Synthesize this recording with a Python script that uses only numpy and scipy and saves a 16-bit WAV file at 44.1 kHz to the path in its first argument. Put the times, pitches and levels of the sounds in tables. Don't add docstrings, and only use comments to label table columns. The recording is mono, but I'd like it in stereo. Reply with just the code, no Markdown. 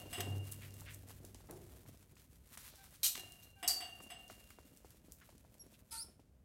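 import sys
import numpy as np
from scipy import signal
from scipy.fft import rfft, irfft, next_fast_len
from scipy.io import wavfile

SR = 44100
rng = np.random.default_rng(int(sys.argv[2]) if len(sys.argv) > 2 else 0)


def int16_out(signal):
    q = np.round(np.clip(np.atleast_2d(signal).T, -1, 1) * 32767)
    wavfile.write(sys.argv[1], SR, q.astype(np.int16))


N = 284224
TIME = np.arange(N) / SR

# frequency in Hz, gain in dB.
AIR_EQ = [(25, -35.5), (40, -7), (63, 1), (85, -5), (125, -8.5), (200, -12.5), (400, -21.5), (1000, -34),
          (4000, -44), (15000, -43)]
STRAW_EQ = [(590, -15), (1000, -2.5), (1450, -2.5), (1570, -1), (1670, -1.5), (3420, -3), (3980, -3),
            (5130, -5.5), (13100, -0.5), (16000, -3)]
TRAMPLE_EQ = [(71, -45), (120, -6.5), (214, 5.5), (367, -4.5), (604, 0.5), (893, -14.5), (1770, -19),
              (3000, -21.5), (3900, -42.5), (6600, -120)]
# time in seconds, rustle level in dB, trampling level in dB.
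HERD_LEVELS = [(0.0, -60, -57.5), (0.3, -65, -57), (0.63, -64.5, -69), (0.86, -64, -65.5),
               (1.25, -71, -74.5), (1.76, -66.5, -66), (1.97, -70.5, -75.5), (2.44, -72, -75),
               (2.67, -60, -74), (3.08, -71.5, -74.5), (3.19, -64, -70), (3.59, -72, -76.5),
               (3.82, -69.5, -67), (4.39, -70.5, -69), (4.88, -73.5, -71.5), (6.01, -77.5, -70.5),
               (6.24, -91, -76.5), (6.44, -90, -78.5)]
# start in seconds, length in seconds, level in dB, centre in Hz.
HOOF_SCUFFS = [(0.511, 0.02, -43, 10900), (0.602, 0.082, -52.5, 2200), (0.848, 0.1, -51, 2100),
               (0.922, 0.046, -55.5, 8000), (2.551, 0.41, -63.5, 4170), (4.016, 0.037, -52.5, 9050),
               (4.274, 0.066, -60, 5000), (5.207, 0.04, -59, 1610), (5.732, 0.032, -61.5, 3100)]
# start in seconds, level in dB, centre in Hz.
STALK_SNAPS = [(0.5218, -28, 10800), (0.7402, -38.5, 10100), (0.8068, -34, 12100), (0.9445, -35, 14200),
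               (1.2491, -34, 9300), (1.3454, -36, 5030), (1.509, -33.5, 10200), (2.5745, -31.5, 11200),
               (3.1542, -44, 11500), (3.3207, -34.5, 9300), (4.2795, -40.5, 8590), (4.5032, -40, 11500),
               (4.7723, -41, 8200), (4.9048, -44, 7500), (5.1206, -32, 12600)]
# start in seconds, knock peak in dB, knock pitch in Hz.
HOOF_FALLS = [(0.016, -51, 675), (0.057, -44, 310), (0.587, -52, 272), (0.818, -46, 576),
              (1.035, -53.5, 291), (1.095, -50, 250), (1.105, -45, 690), (1.244, -48, 374),
              (1.348, -47, 367), (1.405, -49, 370), (1.862, -51.5, 1140), (1.89, -49, 250),
              (2.167, -47, 1800), (2.573, -37.5, 1220), (2.737, -51, 730), (3.152, -28, 1900),
              (3.234, -46.5, 330), (3.89, -51, 710), (4.003, -43.5, 704), (4.299, -39, 690),
              (4.505, -42.5, 1300), (4.586, -44.5, 560), (4.846, -46, 308), (5.083, -52.5, 263),
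              (5.218, -49, 1700), (5.29, -46.5, 606), (5.448, -53, 587), (5.663, -54, 250),
              (6.194, -52.5, 297)]
# start in seconds, level in dB.
WALL_BUMPS = [(0.178, -47), (0.255, -67), (1.225, -61), (1.488, -50.5), (1.497, -50), (1.72, -62),
              (3.171, -59.5)]
# centre in Hz, width in Hz, level in dB, t60 in seconds.
WALL_BANDS = [(160, 130, -7, .6), (250, 58, -14, 0.49), (360, 108, -1, 0.56), (447, 100, -12, 0.32),
              (650, 410, -9.5, 0.64), (1060, 1300, -11, .25)]
GATE_BANDS = [(339, 200, -14.5, 0.58), (730, 87, -4.5, 0.66), (1140, 870, -9, 0.51),
              (1960, 1000, -4.5, 0.33), (2900, 240, -2, 0.32), (3345, 230, -7, 0.32),
              (3780, 75, -14.5, 0.4), (5050, 400, -9.5, .3), (6200, 90, -14, 0.069), (8000, 160, -4, 0.29),
              (8850, 99, -10.5, 0.38), (11500, 6500, -5, 0.14)]
# start in seconds, push length in seconds, level in dB.
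FRAME_SHOVES = [(0.0, 0.13, -59), (0.178, 0.096, -46), (0.285, .11, -41.5), (1.86, 0.054, -62),
                (3.22, 0.034, -62.5)]
# start in seconds, length in seconds, level in dB,
# first and last slip rate in Hz, tremble as a share of the rate.
HINGE_SQUEAKS = [(5.594, 0.028, -52.5, 5630, 5585, 0.0045), (5.908, 0.058, -53, 5110, 4700, 0.033),
                 (5.971, .06, -44.5, 4320, 5280, .03)]
HINGE_GROANS = [(2.774, 0.039, -65, 790, 769, .02), (3.557, 0.067, -67, 785, 771, 0.017),
                (5.917, 0.033, -57.5, 908, 910, .012)]
# start in seconds, level in dB.
PIN_RELEASES = [(6.028, -54.5)]
# frequency in Hz, gain in dB.
HINGE_BODY_EQ = [(700, 1.5), (920, 13), (1550, 6.5), (1850, -2.5), (3000, -8.5), (4000, -9)]
GRIND_EQ = [(590, -59), (1000, -32), (1350, 9.5), (1830, -22), (1960, -7), (2620, -0.5), (2710, -33),
            (2840, -6), (4410, 3.5), (6630, -4), (9280, 8), (13900, -1.5), (16000, -52)]
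# frequency in Hz, level in dB, t60 in seconds.
HINGE_PARTIALS = [(5340, 0, .27), (5365, -3, .24)]
GATE_PARTIALS = [(686, -14, 1.1), (724, -15, .9), (765, -13, .8), (1814, -17, 1.0), (2229, -17, 1.0),
                 (2781, -2, 1.6), (2811, -2, 1.45), (2823, -5, 1.1), (2923, -11, .9), (3128, -12, .7),
                 (3494, -17, .7), (4086, -15, .6), (4444, -14, .5), (6269, -13, .5), (7890, -9, .5),
                 (8360, -11, .4)]
CHAIN_PARTIALS = [(4037, -5, .65), (4204, -3, .45), (4247, -3, .35), (5938, -8, .45), (6277, -2, .25),
                  (7935, -9, .4), (8446, -2, .25), (11429, 2, .27), (11475, 2, .27), (11779, -4, .26),
                  (12330, -1, .33), (13112, 0, .3), (13230, -2, .28)]
LATCH_PARTIALS = [(4444, -8, .2), (4598, -2, .58), (4612, -8, .55), (4634, 1, .32), (4775, 3, .24),
                  (4915, -6, .3), (5292, -11, .25), (5389, -12, .3), (6099, -13, .3), (6968, -13, .3),
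                  (7488, -9, .2), (10160, -14, .22), (10440, -14, .26), (11410, -9, .2), (11760, -9, .16),
                  (13040, -5, .15)]
# start in seconds, clang level in dB, ring level in dB,
# brightness in dB per octave.
GATE_HITS = [(0.0, -73.5, -61, -10), (0.129, -44, -50.5, 2), (0.180, -45.5, -65, -1),
             (0.204, -50.5, -58, 1), (3.040, -49, -81, 8), (3.168, -59, -55.5, 1), (3.628, -41, -53.5, 0),
             (3.690, -44.5, -68, 1.5), (3.805, -46.5, -51, 0.5), (4.102, -50, -55.5, 1)]
# start in seconds, crash level in dB,
# crash t60 in seconds, ring level in dB.
CHAIN_STRIKES = [(0.2045, -31.5, 0.044, -76), (3.0315, -27, 0.31, -49), (3.043, -30, 0.21, -62.5),
                 (3.049, -30, 0.17, -51), (3.063, -29.5, 0.14, -47.5), (3.079, -38.5, .12, -68),
                 (3.155, -47, 0.017, -72), (3.177, -46, 0.026, -75), (3.194, -46, 0.077, -85),
                 (3.427, -55, 0.1, -70.5)]
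LATCH_STRIKES = [(3.6775, -23.5, 0.08, -40.5), (3.697, -36, 0.28, -37.5)]
# frequency in Hz, gain in dB.
CHAIN_EQ = [(290, -77.5), (500, -33), (570, -27.5), (946, -26.5), (1230, -16), (1570, -23.5), (3150, -5),
            (3440, -10.5), (3700, -1), (10800, -4), (11800, -1.5), (13600, 0), (16000, -18)]
LATCH_EQ = [(290, -62.5), (500, -44.5), (773, -18.5), (868, -30.5), (2130, -29.5), (2460, -23.5),
            (2850, -21.5), (3440, -42), (3810, -11.5), (4730, -4.5), (6800, -8), (13300, -9),
            (16000, -16.5)]
# frequency in Hz, gain in dB.
LEFT_PORT_EQ = [(100, 0), (4000, -2.5), (8000, -1), (10500, -3), (12500, 0.5), (16000, -2)]
RIGHT_PORT_EQ = [(100, 0), (4000, -2), (8000, -1), (10500, -0.5), (12500, -6.5), (16000, -11.5)]

HERD_WIDTH_DB = 3


def undb(db):
    return 10 ** (np.asarray(db) / 20)


def unit(x):
    return x / np.sqrt(np.mean(x ** 2) + 1e-30)


def shape(x, gain):
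    size = next_fast_len(x.shape[-1])
    hz = np.maximum(np.arange(size // 2 + 1) * SR / size, 1)
    return irfft(rfft(x, size) * gain(hz), size)[..., :x.shape[-1]]


def eq(x, points):
    points_hz, db = np.transpose(points)
    return shape(x, lambda hz: undb(np.interp(np.log(hz), np.log(points_hz), db)))


def band(x, centre, width):
    return unit(shape(x, lambda hz: 1 / (1 + ((hz - centre ** 2 / hz) / width) ** 2)))


def noise(size, apart=1):
    mid, side = rng.standard_normal((2, size))
    return unit(mid + apart * side * np.array([[1], [-1]]))


def grains(size, per_s, spread_db, apart):
    strength = undb(spread_db * np.minimum(rng.exponential(size=size), 4))
    return unit(noise(size, apart) * strength * (rng.random(size) < per_s / SR))


def wander(rate):
    knots = rng.standard_normal(int(N / SR * rate) + 2)
    return unit(np.interp(TIME * rate, np.arange(len(knots)), knots))


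def fade(t, t60):
    return np.exp(-np.log(1000) * t / t60)


def swell(s, length, attack_s, release_t60):
    age = np.maximum(TIME - s, 0)
    return (1 - np.exp(-age / attack_s)) * fade(np.maximum(age - length, 0), release_t60)


def add(out, s, sound, pan_db=0, lag_s_per_db=.00006):
    for channel, side_db in enumerate([pan_db, -pan_db]):
        start = max(int((s + lag_s_per_db * np.clip(-side_db, 0, 5)) * SR), 0)
        part = undb(side_db / 2) * sound[channel, :N - start]
        out[channel, start:start + len(part)] += part


def impact(t, t60, scatter_db, apart):
    scatter = unit(noise(len(t), apart) * fade(t, t60))
    return (t == t[32]) + undb(scatter_db) * np.roll(scatter, 32, axis=1) / np.sqrt(len(t))


def ring(modes, blows, waver=0.97):
    kicks, out = np.zeros(N), 0
    for s, db in blows:
        kicks[max(int(s * SR), 0)] += undb(db) ** 2
    for hz, db, t60 in modes:
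        energy = signal.lfilter([1], [1, -fade(1 / SR, t60) ** 2], kicks + 1e-24)
        port_phase = np.array([[1], [-1]]) * rng.uniform(.5, 1) * min(hz / 2000, 1)
        phase = 2 * np.pi * hz * TIME + waver * wander(18) + port_phase
        out = out + undb(db + 2 * wander(14)) * np.sqrt(2 * energy) * np.sin(phase)
    return out


def clang(bands, apart):
    return [undb(db) * fade(TIME[:SR], t60) * band(noise(SR, apart), hz, width)
            for hz, width, db, t60 in bands]


def air(db=-66, pen_db=6):
    near_pen = np.interp(TIME, [.6, 1.9, 2.1], [1, .7, 0])
    return undb(db + pen_db * near_pen) * unit(eq(noise(N, apart=0.061), AIR_EQ))


def herd(rustle_trim_db=6, trample_trim_db=-2, flicker_db=3.5):
    at, rustle_db, trample_db = np.transpose(HERD_LEVELS)
    straw = unit(eq(grains(N, 4000, 3.2, .9) + .5 * noise(N), STRAW_EQ))
    trample = unit(eq(grains(N, 500, 2.4, .45) + .5 * noise(N, .4), TRAMPLE_EQ))
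    straw_gain = undb(np.interp(TIME, at, rustle_db) + rustle_trim_db + flicker_db * wander(35))
    trample_gain = undb(np.interp(TIME, at, trample_db) + trample_trim_db)
    return straw_gain * straw + trample_gain * trample


def light_steps(goats=3, step_s=.36, unevenness=.2, knock_hz=301, stalk_hz=8450, stalk_delay_s=.03):
    knocks, stalks = [], []
    at, rustle_db, trample_db = np.transpose(HERD_LEVELS)
    for _ in range(goats):
        chance = rng.standard_normal((40, 5))
        times = step_s * (np.cumsum(np.exp(unevenness * chance[:, 0])) - rng.random())
        for s, (_, weight, ground, snap, thickness) in zip(times, chance):
            if 0 < s < TIME[-1] - 2 * stalk_delay_s:
                knock_db = np.interp(s, at, trample_db) + 15 + 2.5 * weight
                stalk_db = np.interp(s, at, rustle_db) + 20 + 2.5 * snap
                knocks.append((s, knock_db, knock_hz * 2 ** (.42 * ground)))
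                stalks.append((s + stalk_delay_s, stalk_db, stalk_hz * 2 ** (.3 * thickness)))
    return knocks, stalks


def scuffs():
    out = np.zeros((2, N))
    for s, length, db, hz in HOOF_SCUFFS:
        age = TIME[:SR // 2] / (0.36 * length)
        grit = band(grains(len(age), 5000, 0.72, 1), hz, 0.78 * hz)
        add(out, s, undb(db) * age ** 2 * np.exp(2 * (1 - age)) * grit)
    return out


def snaps(stalks, crack_db=4, splinter_db=-22, splinter_t60=0.25):
    out, t = np.zeros((2, N)), TIME[:SR // 8]
    for s, db, hz in stalks:
        crack = band(impact(t, t60=0.01, scatter_db=7, apart=1), hz, 2.1 * hz)
        splinters = band(grains(len(t), 3300, 1.5, 0.75), hz, 2 * hz) * fade(t, splinter_t60)
        snap = undb(crack_db) * crack / np.abs(crack).max() + undb(splinter_db) * splinters
        add(out, s, undb(db) * snap, HERD_WIDTH_DB * rng.standard_normal())
    return out


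def hooves(falls, thump_db=-8.5, thump_db_per_octave=-8.5, grit_db=-17):
    out, t = np.zeros((2, N)), TIME[:SR // 4]
    press = 1 - np.exp(-t / 0.0014)
    for s, db, hz in falls:
        knock_band = signal.butter(2, [0.58 * hz, 2.11 * hz], "band", fs=SR, output="sos")
        knock = signal.sosfilt(knock_band, impact(t, t60=0.047, scatter_db=-1, apart=0.59))
        soil_db = thump_db + thump_db_per_octave * np.log2(hz / 300)
        soil = undb(soil_db) * band(noise(len(t), 0.079), 236, 140) * fade(t, t60=0.061)
        grit = undb(grit_db) * band(grains(len(t), 2500, 3.2, .9), 3200, 12000) * fade(t, t60=0.36)
        step = knock / np.abs(knock).max() + press * (soil + grit)
        add(out, s, undb(db) * step, HERD_WIDTH_DB * rng.standard_normal())
    return out


def wall():
    out = np.zeros((2, N))
    for s, db in WALL_BUMPS:
        add(out, s, undb(db) * sum(clang(WALL_BANDS, apart=0.56)))
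    return out


def slip(stroke, harmonics_db, tremble_rate, attack_s, release_t60):
    s, length, db, first_hz, last_hz, tremble = stroke
    turn = (1 - np.cos(np.pi * np.clip((TIME - s) / length, 0, 1))) / 2
    hz = (first_hz + (last_hz - first_hz) * turn) * (1 + tremble * wander(tremble_rate))
    on = (TIME >= s) & (TIME <= s + length + release_t60)
    phase = 2 * np.pi * np.cumsum(hz[on]) / SR + np.array([[0], [1.3]])
    out = np.zeros((2, N))
    out[:, on] = sum(undb(level) * np.sin(k * phase) for k, level in enumerate(harmonics_db, 1))
    return out * undb(db) * swell(s, length, attack_s, release_t60)


def hinge(grind_db=-44, echo_db=-9, echo_t60=0.28):
    squeaks = sum(slip(stroke, [-1, 0, -14], tremble_rate=1200, attack_s=0.0028, release_t60=0.034)
                  for stroke in HINGE_SQUEAKS)
    groans = sum(slip(stroke, [0.85, 0.27, -2, -2], tremble_rate=300, attack_s=.012, release_t60=0.25)
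                 for stroke in HINGE_GROANS)
    grind_gain = undb(grind_db) * swell(s=5.908, length=0.049, attack_s=0.0076, release_t60=0.31)
    grind = grind_gain * unit(eq(grains(N, 9000, 1.5, 0.75), GRIND_EQ))
    bright = squeaks + grind + ring(HINGE_PARTIALS, PIN_RELEASES)
    tubes = unit(noise(SR // 2) * fade(TIME[:SR // 2], echo_t60)) / np.sqrt(SR // 2)
    echo = undb(echo_db) * signal.fftconvolve(bright, tubes, axes=1)[:, :N]
    out = np.zeros((2, N))
    add(out, 0, eq(groans, HINGE_BODY_EQ) + bright + echo, pan_db=-3)
    return out


def shudder(hz=98, overtone_hz=137, overtone_db=-8, rattle_db=-13, attack_s=0.011, linger_db=-14):
    swing = np.sin(2 * np.pi * hz * TIME)
    overtone = undb(overtone_db) * band(noise(N, .1), overtone_hz, 10)
    rattle = undb(rattle_db) * (1 + swing) * band(noise(N, 0.28), 220, 260)
    envelope = np.zeros(N)
    for s, length, db in FRAME_SHOVES:
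        damped = swell(s, length, attack_s, release_t60=0.41)
        lingering = undb(linger_db) * swell(s, length, attack_s, release_t60=5)
        envelope += undb(db) * np.maximum(damped, lingering)
    return envelope * (np.sqrt(2) * swing + overtone + rattle)


def gate():
    out = ring(GATE_PARTIALS, [(s, ring_db) for s, _, ring_db, _ in GATE_HITS], waver=1)
    layers = clang(GATE_BANDS, apart=0.98)
    octaves = [np.log2(hz / 2000) for hz, *_ in GATE_BANDS]
    for s, clang_db, _, tilt_db in GATE_HITS:
        tilted = sum(undb(tilt_db * octave) * layer for octave, layer in zip(octaves, layers))
        add(out, s, undb(clang_db) * tilted)
    return out


def clash(hits, crash_eq, modes, tail_db, tail_t60, pan_db, clack_db, clack_hz=2200, clack_t60=0.043):
    out, t = ring(modes, [(s, ring_db) for s, _, _, ring_db in hits]), TIME[:SR]
    grid_hz = np.arange(0, SR / 2, 70)
    uneven_db = 3.5 * rng.standard_normal(len(grid_hz))
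    for s, db, t60, _ in hits:
        clack = band(noise(SR), clack_hz, 0.84 * clack_hz) * fade(t, clack_t60)
        clack_gain = undb(clack_db) * min(clack_t60 / t60, 1)
        chatter = shape(grains(SR, 12000, 1.2, 1), lambda hz: undb(np.interp(hz, grid_hz, uneven_db)))
        crash = unit(eq(chatter, crash_eq)) * (fade(t, t60) + undb(tail_db) * fade(t, tail_t60))
        add(out, s, undb(db) * (clack_gain * clack + crash), pan_db)
    return out


def scene():
    chain = clash(CHAIN_STRIKES, CHAIN_EQ, CHAIN_PARTIALS,
                  tail_db=-18, tail_t60=0.34, pan_db=2.5, clack_db=-3.5)
    latch = clash(LATCH_STRIKES, LATCH_EQ, LATCH_PARTIALS,
                  tail_db=-11, tail_t60=0.37, pan_db=2, clack_db=-15.5)
    pen = gate() + shudder() + chain + latch + wall() + hinge()
    bed = scuffs() + herd() + air()
    knocks, stalks = light_steps()
    return pen + bed + hooves(HOOF_FALLS + knocks) + snaps(STALK_SNAPS + stalks)


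def record(dry, top_hz=15900):
    ports = np.array([eq(dry[0], LEFT_PORT_EQ), eq(dry[1], RIGHT_PORT_EQ)])
    return signal.sosfilt(signal.ellip(10, .2, 80, top_hz, fs=SR, output="sos"), ports)


dry = scene()
out = record(dry)
int16_out(out)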